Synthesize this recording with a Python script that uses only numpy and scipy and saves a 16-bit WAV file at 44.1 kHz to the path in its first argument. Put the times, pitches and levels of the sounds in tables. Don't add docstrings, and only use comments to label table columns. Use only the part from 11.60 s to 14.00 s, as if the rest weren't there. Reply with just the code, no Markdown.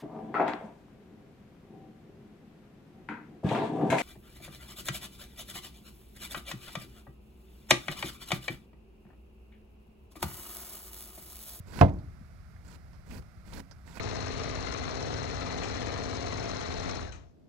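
import sys
import numpy as np
from scipy import signal
from scipy.fft import rfft, irfft, next_fast_len
from scipy.io import wavfile

SR = 44100
rng = np.random.default_rng(int(sys.argv[2]) if len(sys.argv) > 2 else 0)


def unload_wav(signal):
    wavfile.write(
        sys.argv[1],
        SR,
        np.round(np.clip(np.atleast_2d(signal).T, -1, 1) * 32767).astype(np.int16),
    )


N = 105840
TIME = np.arange(N) / SR

# (frequency [Hz], relative level [dB])
RUMBLE_SPECTRUM = [(20, -12.5), (45, 1), (75, 1.5), (120, -6.5), (175, -6.5), (260, -20.5), (400, -28.5),
                   (1000, -71), (4000, -73)]
# (frequency [Hz], relative level [dB])
AIR_SPECTRUM = [(100, 5.5), (400, -1.5), (560, 0), (680, 5), (900, -4.5), (1350, 4), (1750, -3),
                (2100, -1.5), (3100, -17), (5100, -11), (7000, -21.5), (13000, -39), (15500, -31)]
RUMBLE_DB, AIR_DB = -50, -59

ATTACK_S, BITE_S, GRAZE_RISE_DB = 0.012, 0.023, 0.5
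FIBRE_RELEASE_S, BODY_RELEASE_S = 0.0064, 0.016
FIBRES_PER_S, FIBRE_SPREAD_DB, JUDDER_DB, GRAZE_DB = 5500, 3.5, 1, -10.5
JUICE_PER_S, JUICE_CYCLES, JUICE_DB = 840, 19, -5

KNOCK_S, CLANK_DB, CRACK_DB = 0.2119, -1, -11
CRACK_T60_S, CRACK_RISE_S = 0.031, 0.00024
RATTLE_RISE_S, BUMP_RISE_S = 0.0037, 0.0037

LEFT_SCATTER_DB, LEFT_AIR_DB, LEFT_RATTLE_DB, LEFT_RUMBLE_DB = 3, -6, -3.5, -3.5
LEFT_LAG_S = 0.00002
LOW_CUT_HZ, CUTOFF_HZ, HISS_DB, OVERLOAD = 38.2, 15700, -74.5, 1


def from_db(db):
    return 10 ** (np.asarray(db) / 20)


def rms_one(x):
    return x / np.sqrt(np.mean(x ** 2) + 1e-20)


def at_hz(points, hz, axis=1):
    table = np.array(points)
    return np.interp(np.log(hz + 1e-9), np.log(table[:, 0]), table[:, axis])


def colour(x, points):
    size = next_fast_len(N) * 2
    bins_hz = np.arange(size // 2 + 1) * SR / size
    cepstrum = irfft(np.log(from_db(at_hz(points, bins_hz))))
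    cepstrum[1:size // 2] *= 2
    cepstrum[size // 2 + 1:] = 0
    response = np.exp(rfft(cepstrum))
    return irfft(rfft(x, size) * response)[:N]


def noise(points):
    return rms_one(colour(rng.standard_normal(N), points))


def band(x, low_hz, high_hz):
    edges_hz = [low_hz, min(high_hz, SR / 2 - 1)]
    sos = signal.butter(2, edges_hz, "band", fs=SR, output="sos")
    return rms_one(signal.sosfilt(sos, x))


def drift(rate_hz):
    knots = rng.standard_normal(4000)
    return rms_one(np.interp(TIME * rate_hz, np.arange(len(knots)), knots))


def decay(start_s, t60_s):
    return (TIME >= start_s) * np.exp(-np.log(1000) * np.clip((TIME - start_s) / t60_s, 0, 10))


def ring(modes, start_s):
    age_s = np.maximum(TIME - start_s, 0)
    out = 0
    for hz, db, t60_s, rise_s in modes:
        build_up = 1 - np.exp(-age_s / rise_s)
        out = out - from_db(db) * build_up * decay(start_s, t60_s) * np.cos(2 * np.pi * hz * age_s)
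    return out


def snaps(rate_per_s, spread_db):
    sizes = from_db(spread_db * np.minimum(rng.exponential(1, N), 4))
    return sizes * rng.choice([-1, 1], N) * (rng.random(N) < rate_per_s / SR)


def effort(stroke, release_s):
    touch_s, graze_s, cut_s, graze_db, cut_db, swell_db, _ = stroke
    bite_s = touch_s + graze_s
    end_s = bite_s + cut_s
    times_s = [touch_s, bite_s - BITE_S, bite_s, end_s]
    db = np.interp(TIME, times_s, [graze_db, graze_db + GRAZE_RISE_DB, cut_db, cut_db + swell_db])
    before = np.maximum(touch_s - TIME, 0) / ATTACK_S
    after = np.maximum(TIME - end_s, 0) / release_s
    return from_db(db) * np.exp(-np.minimum(before + after, 20))


def juice(low_hz=900, high_hz=9000, count=24):
    clicks, dealt = snaps(JUICE_PER_S, spread_db=3), rng.integers(0, count, N)
    out = 0
    for k, hz in enumerate(np.geomspace(low_hz, high_hz, count)):
        w = 2 * np.pi * hz / SR
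        r = np.exp(-np.log(1000) * hz / (JUICE_CYCLES * SR))
        pops = clicks * (dealt == k) + 1e-18
        out = out + signal.lfilter([0, np.sin(w)], [1, -2 * r * np.cos(w), r * r], pops)
    return rms_one(out)


def slicing():
    # (touch [s], graze length [s], cut length [s], graze level [dB], cut level [dB],
    #  swell during the cut [dB], body relative to the fibres [dB])
    strokes = [(0.074, 0.061, 0.079, -56, -47, 5, 5), (1.052, 0.036, 0.071, -59.5, -56.5, 3.5, 3.5),
               (1.47, 0.043, 0.079, -60, -50, -1, 8.5), (1.866, 0.069, 0.068, -56.5, -46.5, 1, 4),
               (2.272, 0.088, 0.022, -54, -48.5, 1, 1.5)]
    # (frequency [Hz], relative level [dB])
    fibre_spectrum = [(200, 11.5), (700, -3.5), (980, 11.5), (1180, -18.5), (1490, 9.5), (1750, -0.5),
                      (2050, 2.5), (2500, -1.5), (3200, -9), (4500, 0.5), (6300, -8), (7700, -8.5),
                      (9200, -17.5), (11500, -8.5), (13500, -23.5), (15500, -18)]
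    # (frequency [Hz], relative level [dB])
    body_spectrum = [(25, 4), (55, 4.5), (120, -7.5), (190, 2.5), (290, -6.5), (400, -8), (540, -8.5),
                     (750, -18), (1300, -44.5), (4000, -33)]
    # (frequency [Hz], relative level [dB])
    graze_spectrum = [(1500, -15.5), (3200, -3), (4600, 3.5), (6000, 1.5), (7900, 14.5), (9000, -22),
                      (11500, 0.5), (15000, -34)]
    judder = from_db(JUDDER_DB * drift(rate_hz=240))
    tearing = rms_one(colour(judder * snaps(FIBRES_PER_S, FIBRE_SPREAD_DB), fibre_spectrum))
    fibres = tearing + from_db(JUICE_DB) * juice()
    body = rms_one(colour(judder * snaps(rate_per_s=2000, spread_db=2), body_spectrum))
    rub = from_db(GRAZE_DB) * rms_one(colour(snaps(rate_per_s=4000, spread_db=0), graze_spectrum))
    out = 0
    for stroke in strokes:
        touch_s, graze_s, cut_s, graze_db, _, _, body_db = stroke
        end_s = touch_s + graze_s + cut_s
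        out = out + fibres * effort(stroke, FIBRE_RELEASE_S)
        out = out + body * from_db(body_db) * effort(stroke, BODY_RELEASE_S)
        contact = np.interp(TIME, [touch_s - ATTACK_S, touch_s, end_s, end_s + FIBRE_RELEASE_S], [0, 1, 1, 0])
        out = out + rub * from_db(graze_db) * contact
    return out


def knock():
    # (frequency [Hz], level before build-up [dB], t60 [s], build-up [s])
    table_modes = [(58.0, -15.5, 0.26, 0.026), (92.2, -4.9, 0.168, 0.0084), (128.3, -10, 0.19, 0.00023),
                   (143, -13.5, 0.193, 0.00019), (183.3, -16, 0.28, 0.0026), (201.0, -29.5, 0.27, 0.006),
                   (269.8, -11.5, 0.15, 0.0044), (290.7, -25.5, 0.4, 0.00095), (337.4, -30.5, 0.43, 0.0026),
                   (385.5, -40.5, 0.27, 0.012), (448, -15, 0.12, 0.0094), (540, -13, 0.12, 0.014)]
    # (frequency [Hz], relative level before build-up [dB], t60 [s], build-up [s])
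    blade_modes = [(639, -8.5, 0.12, 0.0007), (694, -2.5, 0.1, 0.0032), (745, -22.5, 0.26, 0.00703),
                   (875, -14, 0.12, 0.000326), (958.6, -13, 0.099, 0.0009), (1013, -23.5, 0.11, 0.0003),
                   (1043, -10.5, 0.068, 0.00065), (1330, -18, 0.083, 0.00031), (1529, -14, 0.044, 0.0002),
                   (1638, -21.5, 0.061, 0.00012), (2073.0, -29, 0.14, 0.004), (2563, -14.5, 0.023, 0.00043),
                   (2914, -21.5, 0.024, 0.000204)]
    # (frequency [Hz], relative level [dB])
    crack_spectrum = [(200, -1), (1000, 5), (2000, -11), (3500, -21), (5000, -18.5), (6500, -23.5),
                      (9000, -33), (15000, -41)]
    onset = np.clip((TIME - KNOCK_S) / CRACK_RISE_S, 0, 1)
    crack = noise(crack_spectrum) * decay(KNOCK_S, CRACK_T60_S) * onset
    boom = ring(table_modes, KNOCK_S)
    clank = ring(blade_modes, KNOCK_S)
    return boom + from_db(CLANK_DB) * clank + from_db(CRACK_DB) * crack


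def rattle():
    # (frequency [Hz], level per band [dB], t60 [s])
    tail = [(50, -37.5, 0.89), (108, -36.5, 0.92), (248, -35, 0.59), (470, -34.5, 0.36), (711, -28, 0.41),
            (1300, -33.5, .17), (2500, -32.5, 0.11), (5000, -49, 0.22), (12000, -63.5, 0.21)]
    out = 0
    edges_hz = 35 * 2 ** np.arange(0, 9.1, 0.5)
    for low_hz, high_hz in zip(edges_hz, edges_hz[1:]):
        hz = np.sqrt(low_hz * high_hz)
        hum = band(rng.standard_normal(N), low_hz, high_hz)
        out = out + hum * from_db(at_hz(tail, hz)) * decay(KNOCK_S, at_hz(tail, hz, axis=2))
    return out * np.clip((TIME - KNOCK_S) / RATTLE_RISE_S, 0, 1)


def ticks(width=0.13):
    # (time [s], level [dB], resonance [Hz], resonance relative to the crackle [dB], t60 [s])
    tick_list = [(0.1897, -22, 2400, -3, 0.013), (0.282, -47, 2130, 0, 0.059),
                 (0.295, -51.5, 1300, 5.5, 0.043), (.337, -62, 6550, 1, .02), (0.386, -56, 4230, -7.5, 0.1),
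                 (0.963, -68.5, 1850, 18, 0.032), (1.08, -68.5, 7160, 14, 0.055),
                 (1.115, -53, 7800, -2.5, 0.03), (1.154, -54.5, 3780, -0.5, 0.012),
                 (1.331, -58, 5000, -8, 0.3), (1.51, -52.5, 2290, 8.5, 0.083),
                 (1.6235, -50, 1407, -1.5, 0.04), (1.935, -50, 4260, 7.5, 0.03),
                 (1.951, -52, 11200, 9.5, 0.0099), (1.977, -48, 1490, 8, 0.029),
                 (2.112, -52, 5130, 6.5, 0.062), (2.114, -58.5, 1500, 10.5, 0.044),
                 (2.277, -47, 1830, 2, 0.04), (2.3722, -37.5, 2620, -3, 0.057),
                 (2.397, -45.5, 1990, 12.5, 0.037)]
    # (frequency [Hz], relative level [dB])
    crackle_spectrum = [(150, 6.5), (900, 14), (2500, -0.5), (5000, -5), (9000, -13.5), (15000, -33.5)]
    crackle = rms_one(colour(snaps(rate_per_s=12000, spread_db=7.5), crackle_spectrum))
    white = rng.standard_normal(N)
    out = 0
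    for time_s, db, hz, ring_db, t60_s in tick_list:
        resonance = band(white, hz / (1 + width), hz * (1 + width))
        out = out + from_db(db) * decay(time_s, t60_s) * (crackle + from_db(ring_db) * resonance)
    return out


def bumps():
    # (time [s], level before build-up [dB], frequency [Hz], t60 [s])
    thuds = [(.001, -25, 101, 0.045), (0.183, -18.5, 145.5, 0.028), (.385, -38, 128, 0.15),
             (0.473, -29, 93, 0.099), (.61, -34, 205, 0.052), (0.948, -37.5, 85.3, 0.16),
             (1.574, -34.5, 64, 0.12), (1.872, -40, 58, 0.15), (1.976, -42, 272, 0.27)]
    return sum(ring([(hz, db, t60_s, BUMP_RISE_S)], time_s) for time_s, db, hz, t60_s in thuds)


def background():
    return from_db(RUMBLE_DB) * noise(RUMBLE_SPECTRUM) + from_db(AIR_DB) * noise(AIR_SPECTRUM)


def scene():
    # (frequency [Hz], gain [dB])
    left_cutting_response = [(40, 1), (100, -4), (180, -7), (350, -10), (600, -15.5), (1000, -16),
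                             (1600, -25.5), (2400, -26.5), (3300, -20.5), (5000, -27), (7500, -24),
                             (10000, -10.5), (15000, -25)]
    # (frequency [Hz], gain [dB])
    left_table_response = [(40, 4.5), (150, -0.5), (350, -4), (600, -4), (750, -12.5), (1000, -10),
                           (1600, -18.5), (2400, -21.5), (3200, -18), (5000, -19), (12000, -19)]
    cutting = slicing() + ticks() + background()
    table = knock() + rattle() + bumps()
    scattered = from_db(LEFT_SCATTER_DB) * slicing() + from_db(AIR_DB + LEFT_AIR_DB) * noise(AIR_SPECTRUM)
    left_table = table + from_db(LEFT_RATTLE_DB) * rattle()
    left = colour(cutting + scattered, left_cutting_response) + colour(left_table, left_table_response)
    left = np.interp(TIME - LEFT_LAG_S, TIME, left)
    left = left + from_db(RUMBLE_DB + LEFT_RUMBLE_DB) * noise(RUMBLE_SPECTRUM)
    return np.array([left, cutting + table])


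def record(dry):
    # (frequency [Hz], relative level [dB])
    hiss_spectrum = [(100, 0.5), (6000, -3.5), (12800, -3.5), (15000, -14)]
    x = signal.sosfilt(signal.butter(2, LOW_CUT_HZ, "high", fs=SR, output="sos"), dry)
    x = x + from_db(HISS_DB) * np.array([noise(hiss_spectrum), noise(hiss_spectrum)])
    x = x / (1 + (x / OVERLOAD) ** 4) ** 0.25
    return signal.sosfilt(signal.ellip(10, 0.1, 80, CUTOFF_HZ, fs=SR, output="sos"), x)


dry = scene()
out = record(dry)
unload_wav(out)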